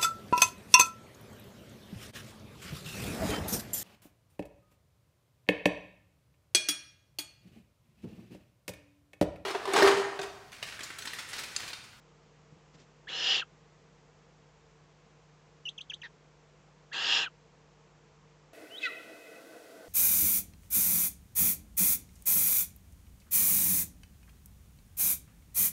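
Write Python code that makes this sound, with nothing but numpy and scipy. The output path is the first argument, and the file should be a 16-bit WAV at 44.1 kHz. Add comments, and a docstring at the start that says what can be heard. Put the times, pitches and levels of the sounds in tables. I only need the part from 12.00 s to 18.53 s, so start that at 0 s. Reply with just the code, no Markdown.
"""Owl chicks begging at night

On a rocky nest ledge, two long screeches each rise as a whistle, turn into a raspy hiss and sink back
to a whistle; four squeaks chitter between them. The voices are wavering tones with one overtone, the
hiss is noise shaped by throat and beak. Decaying thumps and brushed noise are a chick shuffling in
the litter; steady tones and dull noise are mains hum, night air and microphone hiss."""
import sys
import numpy as np
from scipy import signal
from scipy.fft import rfft, irfft, next_fast_len
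from scipy.io import wavfile

SR = 44100
rng = np.random.default_rng(int(sys.argv[2]) if len(sys.argv) > 2 else 0)


def unload_audio(sound):
    """Save the sound as a 16-bit wav file, at the path given as the first command line argument."""
    columns = np.transpose(np.atleast_2d(sound))
    # keep every value between -1 and 1, then stretch to whole-number steps
    steps = np.round(np.clip(columns, -1, 1) * 32767)
    wavfile.write(sys.argv[1], SR, steps.astype(np.int16))


N = 288061
TIME = np.arange(N) / SR  # seconds
BINS = np.maximum(np.arange(N // 2 + 1) * SR / N, 1)  # frequencies in Hz, kept above zero

# The long begging calls. Each row: start in seconds, length in seconds, pitch in Hz, swell in dB,
# swell time in seconds, closing whistle in seconds, opening whistle in dB, then the levels at full
# effort of voice, throat hiss, low rasp and top hiss, all in dB.
SCREECH_CALLS = [(1.069, .348, 3005, 20, 0.23, .022, -40.5, -34.5, -28, -40.5, -43.8),
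                 (4.914, .346, 2848, 15, 0.21, 0.0267, -42.5, -34, -28, -37, -43)]
HISS_DELAY_S = 0.011  # the hiss sets in after the voice


def from_db(db):
    """Turn decibels into gain."""
    return 10 ** (np.asarray(db) / 20)


def rms_one(x):
    """Scale to unit power."""
    return x / np.sqrt(np.mean(x ** 2) + 1e-20)


def since(s):
    """Seconds since a moment, zero before it."""
    return np.maximum(TIME - s, 0)


def until(s):
    """Seconds left to a moment, zero after it."""
    return np.maximum(s - TIME, 0)


def sounding(start, end, attack, release):
    """Loudness that ramps up to one, holds, and ramps down to zero."""
    return np.minimum(since(start) / attack, 1) * np.minimum(until(end) / release, 1)


def noise(gain):
    """Unit-power noise, coloured by a gain for each frequency in BINS."""
    size = next_fast_len(N)
    shape = np.interp(np.arange(size // 2 + 1) * SR / size, BINS, gain)
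    spectrum = rfft(rng.standard_normal(size)) * shape
    return rms_one(irfft(spectrum, size)[:N])


def flutter(rate_hz):
    """Random motion, mostly slower than the given rate, with a spread of 1."""
    return noise(1 / (1 + (BINS / rate_hz) ** 2))


def band(low_hz, high_hz, order=6):
    """Gain at each frequency of a filter that passes one band."""
    low_cut = 1 + (low_hz / BINS) ** (2 * order)
    high_cut = 1 + (BINS / high_hz) ** (2 * order)
    return 1 / np.sqrt(low_cut * high_cut)


def background():
    """Steady mains hum lies over the dull noise of night air and microphone hiss."""
    # Mains hum. Each row: frequency in Hz, rms level in dB.
    hum_tones = [(50, -74), (150, -65), (250, -81.5), (350, -80.5), (450, -77.5), (650, -82)]
    # Colour of night air and microphone hiss. Each row: frequency in Hz, relative density in dB.
    air_colour = [(25, -24), (45, -13.5), (85, -8), (125, -9), (180, -1.5), (230, -13), (390, -9.5),
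                  (470, -4), (560, -12), (1050, -12), (1500, -17), (2600, -20), (3800, -24.5),
                  (7400, -25.5), (8600, -28)]
    air_db = -62.5
    hum = sum(np.sqrt(2) * from_db(db) * np.sin(2 * np.pi * (hz * TIME + rng.random()))
              for hz, db in hum_tones)
    hz, db = np.transpose(air_colour)
    colour = from_db(np.interp(np.log(BINS), np.log(hz), db))
    return hum + from_db(air_db) * noise(colour)


def shuffle():
    """Feet make the nest floor ring briefly; down brushes dry litter, which shifts dully underneath."""
    # Soft footfalls. Each row: start in seconds, level in dB.
    steps = [(0.524, -43.5), (.556, -56), (0.568, -49), (.752, -49)]
    # Ringing of the nest floor. Each row: frequency in Hz, level in dB, time to fade 60 dB in seconds.
    ground = [(168, 0.5, 0.065), (292, -5, 0.037)]
    # Brushing strokes. Each row: middle in seconds, spread in seconds, level in dB.
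    rustles = [(0.75, 0.0086, -62.5), (0.808, 0.02, -62.5)]
    litter_db = -1
    out, age = np.zeros(N), np.arange(SR // 4) / SR
    landing = 1 - np.exp(-age / 0.0013)  # a padded foot lands gently
    for s, step_db in steps:
        thump = sum(from_db(step_db + db - 60 * age / t60) * np.sin(2 * np.pi * hz * age)
                    for hz, db, t60 in ground)
        first = int(s * SR)
        out[first:first + len(age)] += thump * landing
    stroke = sum(from_db(db) * np.exp(-.5 * ((TIME - s) / spread) ** 2) for s, spread, db in rustles)
    brush = noise(band(1400, 7000, order=2)) * from_db(2.2 * flutter(rate_hz=280))
    litter = from_db(litter_db) * noise(band(200, 430, order=3))
    return out + stroke * (brush + litter)


def syrinx(notes, overtone_db, jitter, jitter_hz, shimmer_db):
    """A membrane whistles with one overtone; roughness shakes its pitch and strength.

    A note is (gate, pitch in Hz, level in dB, roughness)."""
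    # Where the open mouth lifts the overtone. Each row: centre in Hz, spread in Hz, lift in dB.
    mouth = [(3100, 550, 16.5), (4170, 310, 13), (6235, 200, 14.5), (8270, 400, 22)]
    out, shake, tremble = np.zeros(N), flutter(jitter_hz), np.tanh(flutter(jitter_hz))
    for note in notes:
        on = note[0] > 0
        gate, hz, level_db, rough = (control[on] for control in np.broadcast_arrays(*note))
        shaken_hz = hz * (1 + jitter * rough * shake[on])
        phase = 2 * np.pi * np.cumsum(shaken_hz) / SR
        strength = gate * from_db(level_db + shimmer_db * rough * tremble[on])
        lift_db = sum(db * np.exp(-.5 * ((2 * hz - centre) / spread) ** 2)
                      for centre, spread, db in mouth)
        overtone = from_db(overtone_db + lift_db) * np.sin(2 * phase)
        out[on] += np.sqrt(2) * strength * (np.sin(phase) + overtone)
    return out


def squeak_notes():
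    """Each squeak falls, then flicks up; away from the throat's favoured pitch it is weak and strained."""
    # Each row: start in seconds, length in seconds, attack in seconds, start pitch in Hz, time held in
    # seconds, fall in octaves per second, end pitch in Hz, level in dB before the throat's gain,
    # depth in dB of the dip before the end.
    squeaks = [(3.653, 0.043, 0.0025, 2990, 0.0078, 8.7, 4360, -35.5, 1.5),
               (3.777, .042, .005, 3430, 0.0029, 33, 4400, -40.5, 18),
               (3.896, .05, 0.0046, 3510, 0.0019, 30, 4380, -37.5, 28),
               (4.016, 0.022, 0.0043, 3410, 0, 42, 2450, -38.5, 3.5)]
    # How the throat favours some pitches. Each row: pitch in Hz, gain in dB.
    throat_gain = [(2200, -22), (2450, -11), (2680, -2.5), (3000, -2.5), (3280, 2.5), (3600, -4.5),
                   (4300, -4.5)]
    flick_s, flick_bend = .028, 0.54  # the last octave of the flick takes flick_s
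    break_lead_s, break_s = .017, 0.0047  # the voice weakens just before the end
    edge_s, clean_rough, strain_rough = 0.00088, 0.016, 0.1
    for s, length, attack, start_hz, held, fall, end_hz, level_db, break_db in squeaks:
        left = until(s + length)
        falling_hz = start_hz * 2 ** (-fall * since(s + held))
        flick_hz = end_hz * 2 ** -(left / flick_s) ** flick_bend
        hz = np.maximum(falling_hz, flick_hz)
        throat_db = np.interp(hz, *np.transpose(throat_gain))
        broken = np.exp(-np.square(((left - break_lead_s) / break_s) ** 2))
        rough = clean_rough + strain_rough * np.maximum(1 - from_db(throat_db), 0)
        gate = sounding(s, s + length, attack, edge_s)
        yield gate, hz, level_db + throat_db - break_db * broken, rough


def creak(s, length, pitch_hz, level_db, beat_hz, beat, swing, wander):
    """A second membrane tugs at the first, so strength and phase flutter fast while the pitch sags."""
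    # Parts of the tone, whose cycles are alternately strong and weak.
    # Each row: multiple of the pitch, level in dB.
    partials = [(.5, -20), (1, -1.5), (2, -10), (3, -25)]
    sag, bend, attack_s, release_s = 0.25, 2.77, 0.0033, 0.018  # sag is a share of the pitch
    hz = pitch_hz * (1 - sag * np.minimum(since(s) / length, 1) ** bend)
    beating = 2 * np.pi * beat_hz * TIME + flutter(rate_hz=60)
    steady_phase = 2 * np.pi * np.cumsum(hz) / SR
    phase = steady_phase + swing * np.sin(beating) + wander * flutter(rate_hz=150)
    tone = sum(from_db(db) * np.sin(k * phase) for k, db in partials)
    gate = sounding(s, s + length, attack_s, release_s)
    return np.sqrt(2) * gate * from_db(level_db) * (1 + beat * np.cos(beating)) * tone


def chitter():
    """The membrane gives clean U-shaped squeaks; the last two drop into a creaky low register."""
    # Creaks. Each row: start in seconds, length in seconds, pitch in Hz before the sag, level in dB.
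    creaks = [(3.918, 0.013, 1800, -42), (4.031, .046, 1927, -43.5)]
    squeaks = syrinx(squeak_notes(), overtone_db=-25.0, jitter=0.18, jitter_hz=900, shimmer_db=13)
    return squeaks + sum(creak(*row, beat_hz=744, beat=0.1, swing=0.13, wander=1.0) for row in creaks)


def effort_db(start, swell_db, swell_s):
    """How hard a chick pushes, in dB below its hardest: the effort swells, holds and eases off."""
    hold_s, ease_db_per_s = 0.048, 129
    swell = -swell_db * np.minimum(until(start + swell_s) / swell_s, 1)
    ease = ease_db_per_s * np.minimum(since(start + swell_s + hold_s), 1)
    return swell - ease


def screech_notes():
    """The voice scoops up, turns ragged under effort, then clears and sags."""
    scoop_from_hz, scoop_s, scoop_bend = 1600, .03, 1.7
    sag_hz, sag_s = 602, .022
    clear_start_s, clear_end_s, clear_end_db = 0.018, 0.034, 11
    clear_rough, ragged_rough, attack_s, release_s = .3, 0.747, 0.011, 0.021
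    for s, length, pitch_hz, swell_db, swell_s, _, opening_db, voice_db, *_ in SCREECH_CALLS:
        age, left = since(s), until(s + length)
        scoop = (pitch_hz - scoop_from_hz) * np.exp(-(age / scoop_s) ** scoop_bend)
        hz = pitch_hz - scoop - sag_hz * np.exp(-left / sag_s)
        opening = np.exp(-(age / clear_start_s) ** 2)
        closing = np.exp(-(left / clear_end_s) ** 2)
        pushed_db = voice_db + effort_db(s, swell_db, swell_s)
        level_db = opening_db * opening + pushed_db * (1 - opening) + clear_end_db * closing
        rough = ragged_rough + (clear_rough - ragged_rough) * (opening + closing)
        yield sounding(s, s + length, attack_s, release_s), hz, level_db, rough


def tail_notes():
    """As the push gives out, a low whistle falls and fades."""
    start_hz, fall_hz, level_db, fade_db, rough = 1673, 498, -33.5, 16.5, 0.49
    lead_s, attack_s, release_s = .003, 0.0094, 0.0047
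    for s, length, _, _, _, tail_s, *_ in SCREECH_CALLS:
        drop = s + length
        gate = sounding(drop - lead_s, drop + tail_s, attack_s, release_s)
        fallen = since(drop) / tail_s
        yield gate, start_hz - fall_hz * fallen, level_db - fade_db * fallen, rough


def screech_hiss(leak_db):
    """Rushing air rings in the throat; each register takes its own share of the effort."""
    # Resonances of throat and nest hollow, one list for each screech.
    # Each row: frequency in Hz, width in Hz, relative level in dB.
    throat_modes = [
        [(466, 190, -15.5), (769, 65.4, -11.5), (960, 61.7, -15), (1265, 170, -16), (1656, 190, -12),
         (1810, 220, -11), (2320, 170, -9), (2853, 248, 3), (3340, 510, -1), (4280, 460, -8.5),
         (5970, 396, -16), (6830, 450, -17.5), (7230, 280, -19.5)],
        [(440, 205, -18.5), (777, 93, -10.5), (944, 49, -8.5), (1135, 87, -14), (1280, 100, -10),
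         (1620, 170, -7.5), (1810, 250, -9), (2570, 44, -11), (2798, 230, -2), (3285, 290, -4), (3690, 87, -10),
         (4070, 310, -9.5), (6560, 670, -23), (7080, 280, -25)],
    ]
    # Throat hiss, low rasp and top hiss.
    # Each row: share of the effort's swing, attack in seconds, release in seconds.
    register_rows = [(1, 0.0059, 0.025), (0.37, 0.022, 0.025), (0.8, 0.0082, 0.035)]
    overhang_s = .007  # the hiss outlasts the voice slightly
    out = np.zeros(N)
    for (s, length, _, swell_db, swell_s, _, _, _, *levels_db), modes in zip(SCREECH_CALLS, throat_modes):
        power = sum(from_db(db) ** 2 / (1 + ((BINS - hz) / width) ** 2 * 2) ** 2
                    for hz, width, db in modes)
        throat = np.sqrt(power + from_db(leak_db) ** 2)  # the leak is air that does not ring
        parts = [noise(throat * band(2460, 4400, order=12)),
                 noise(throat * band(230, 9000, order=3) * band(20, 2140, order=12)),
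                 noise(throat * band(4530, 7960, order=16))]
        push_db = effort_db(s, swell_db, swell_s)
        for part, db, (share, attack, release) in zip(parts, levels_db, register_rows):
            gate = sounding(s + HISS_DELAY_S, s + length + overhang_s, attack, release)
            out += gate * from_db(db + share * push_db) * part
    return out


def beak_hiss(half_width_hz):
    """Narrow bands of hiss follow the resonances of the opening beak."""
    # Gliding upper resonances, one list for each screech. Each row: frequency with the beak shut in Hz,
    # open in Hz, glide in seconds, level in dB, share of the effort's swing, attack in seconds.
    beak = [
        [(2134, 4300, .03, -50, -0.19, .006), (5460, 4850, 0.15, -39, 0.57, 0.12),
         (6550, 5380, .12, -44.5, .8, 0.12)],
        [(2650, 5020, .066, -39, 0.88, .012), (4000, 5550, .075, -43.5, 0.55, 0.0056)],
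    ]
    release_s = 0.07
    out, narrow = np.zeros(N), band(0.87, half_width_hz, order=3)
    for (s, length, _, swell_db, swell_s, *_), resonances in zip(SCREECH_CALLS, beak):
        push_db = effort_db(s, swell_db, swell_s)
        for shut_hz, open_hz, glide_s, db, share, attack in resonances:
            gate = sounding(s + HISS_DELAY_S, s + length, attack, release_s)
            hz = open_hz + (shut_hz - open_hz) * np.exp(-since(s) / glide_s)
            phase = 2 * np.pi * np.cumsum(hz) / SR
            # slow noise on a moving tone makes a moving band of noise
            ringing = noise(narrow) * np.cos(phase) + noise(narrow) * np.sin(phase)
            out += gate * from_db(db + share * push_db) * ringing
    return out


def screeches():
    """The two long begging calls: a ragged whistle inside a hiss that the membranes chop unevenly."""
    voice = syrinx(screech_notes(), overtone_db=-27.5, jitter=0.0984, jitter_hz=595, shimmer_db=6)
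    ending = syrinx(tail_notes(), overtone_db=-20, jitter=.05, jitter_hz=500, shimmer_db=6)
    hiss = screech_hiss(leak_db=-26.0) + beak_hiss(half_width_hz=200)
    rasp_db = 0.5
    chopping = from_db(rasp_db * np.tanh(flutter(rate_hz=540)))
    return voice + ending + hiss * chopping


def ledge(x, wet_db, t60, low_hz):
    """The rock walls scatter a short, bright tail of echoes."""
    age = np.arange(SR // 5) / SR
    tail = rng.standard_normal(len(age)) * from_db(-60 * age / t60) * (age > .002)
    tail = tail / np.linalg.norm(tail)  # so wet_db is the level before the low end is removed
    tail = signal.sosfilt(signal.butter(2, low_hz, "high", fs=SR, output="sos"), tail)
    return x + from_db(wet_db) * signal.fftconvolve(x, tail)[:N]


def scene():
    """The calls echo off the ledge, over the shuffling and the background."""
    calls = ledge(screeches() + chitter(), wet_db=-8, t60=0.074, low_hz=3120)
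    return (calls + shuffle() + background())[None]


def record(dry):
    """The treble rolls off above about 7.5 kHz, and almost nothing is left above 8.7 kHz."""
    dull = signal.sosfilt(signal.butter(12, 7550, fs=SR, output="sos"), dry)
    cutoff_hz = 8700
    return signal.sosfilt(signal.ellip(10, .2, 80, cutoff_hz, fs=SR, output="sos"), dull)


dry = scene()
out = record(dry)
unload_audio(out)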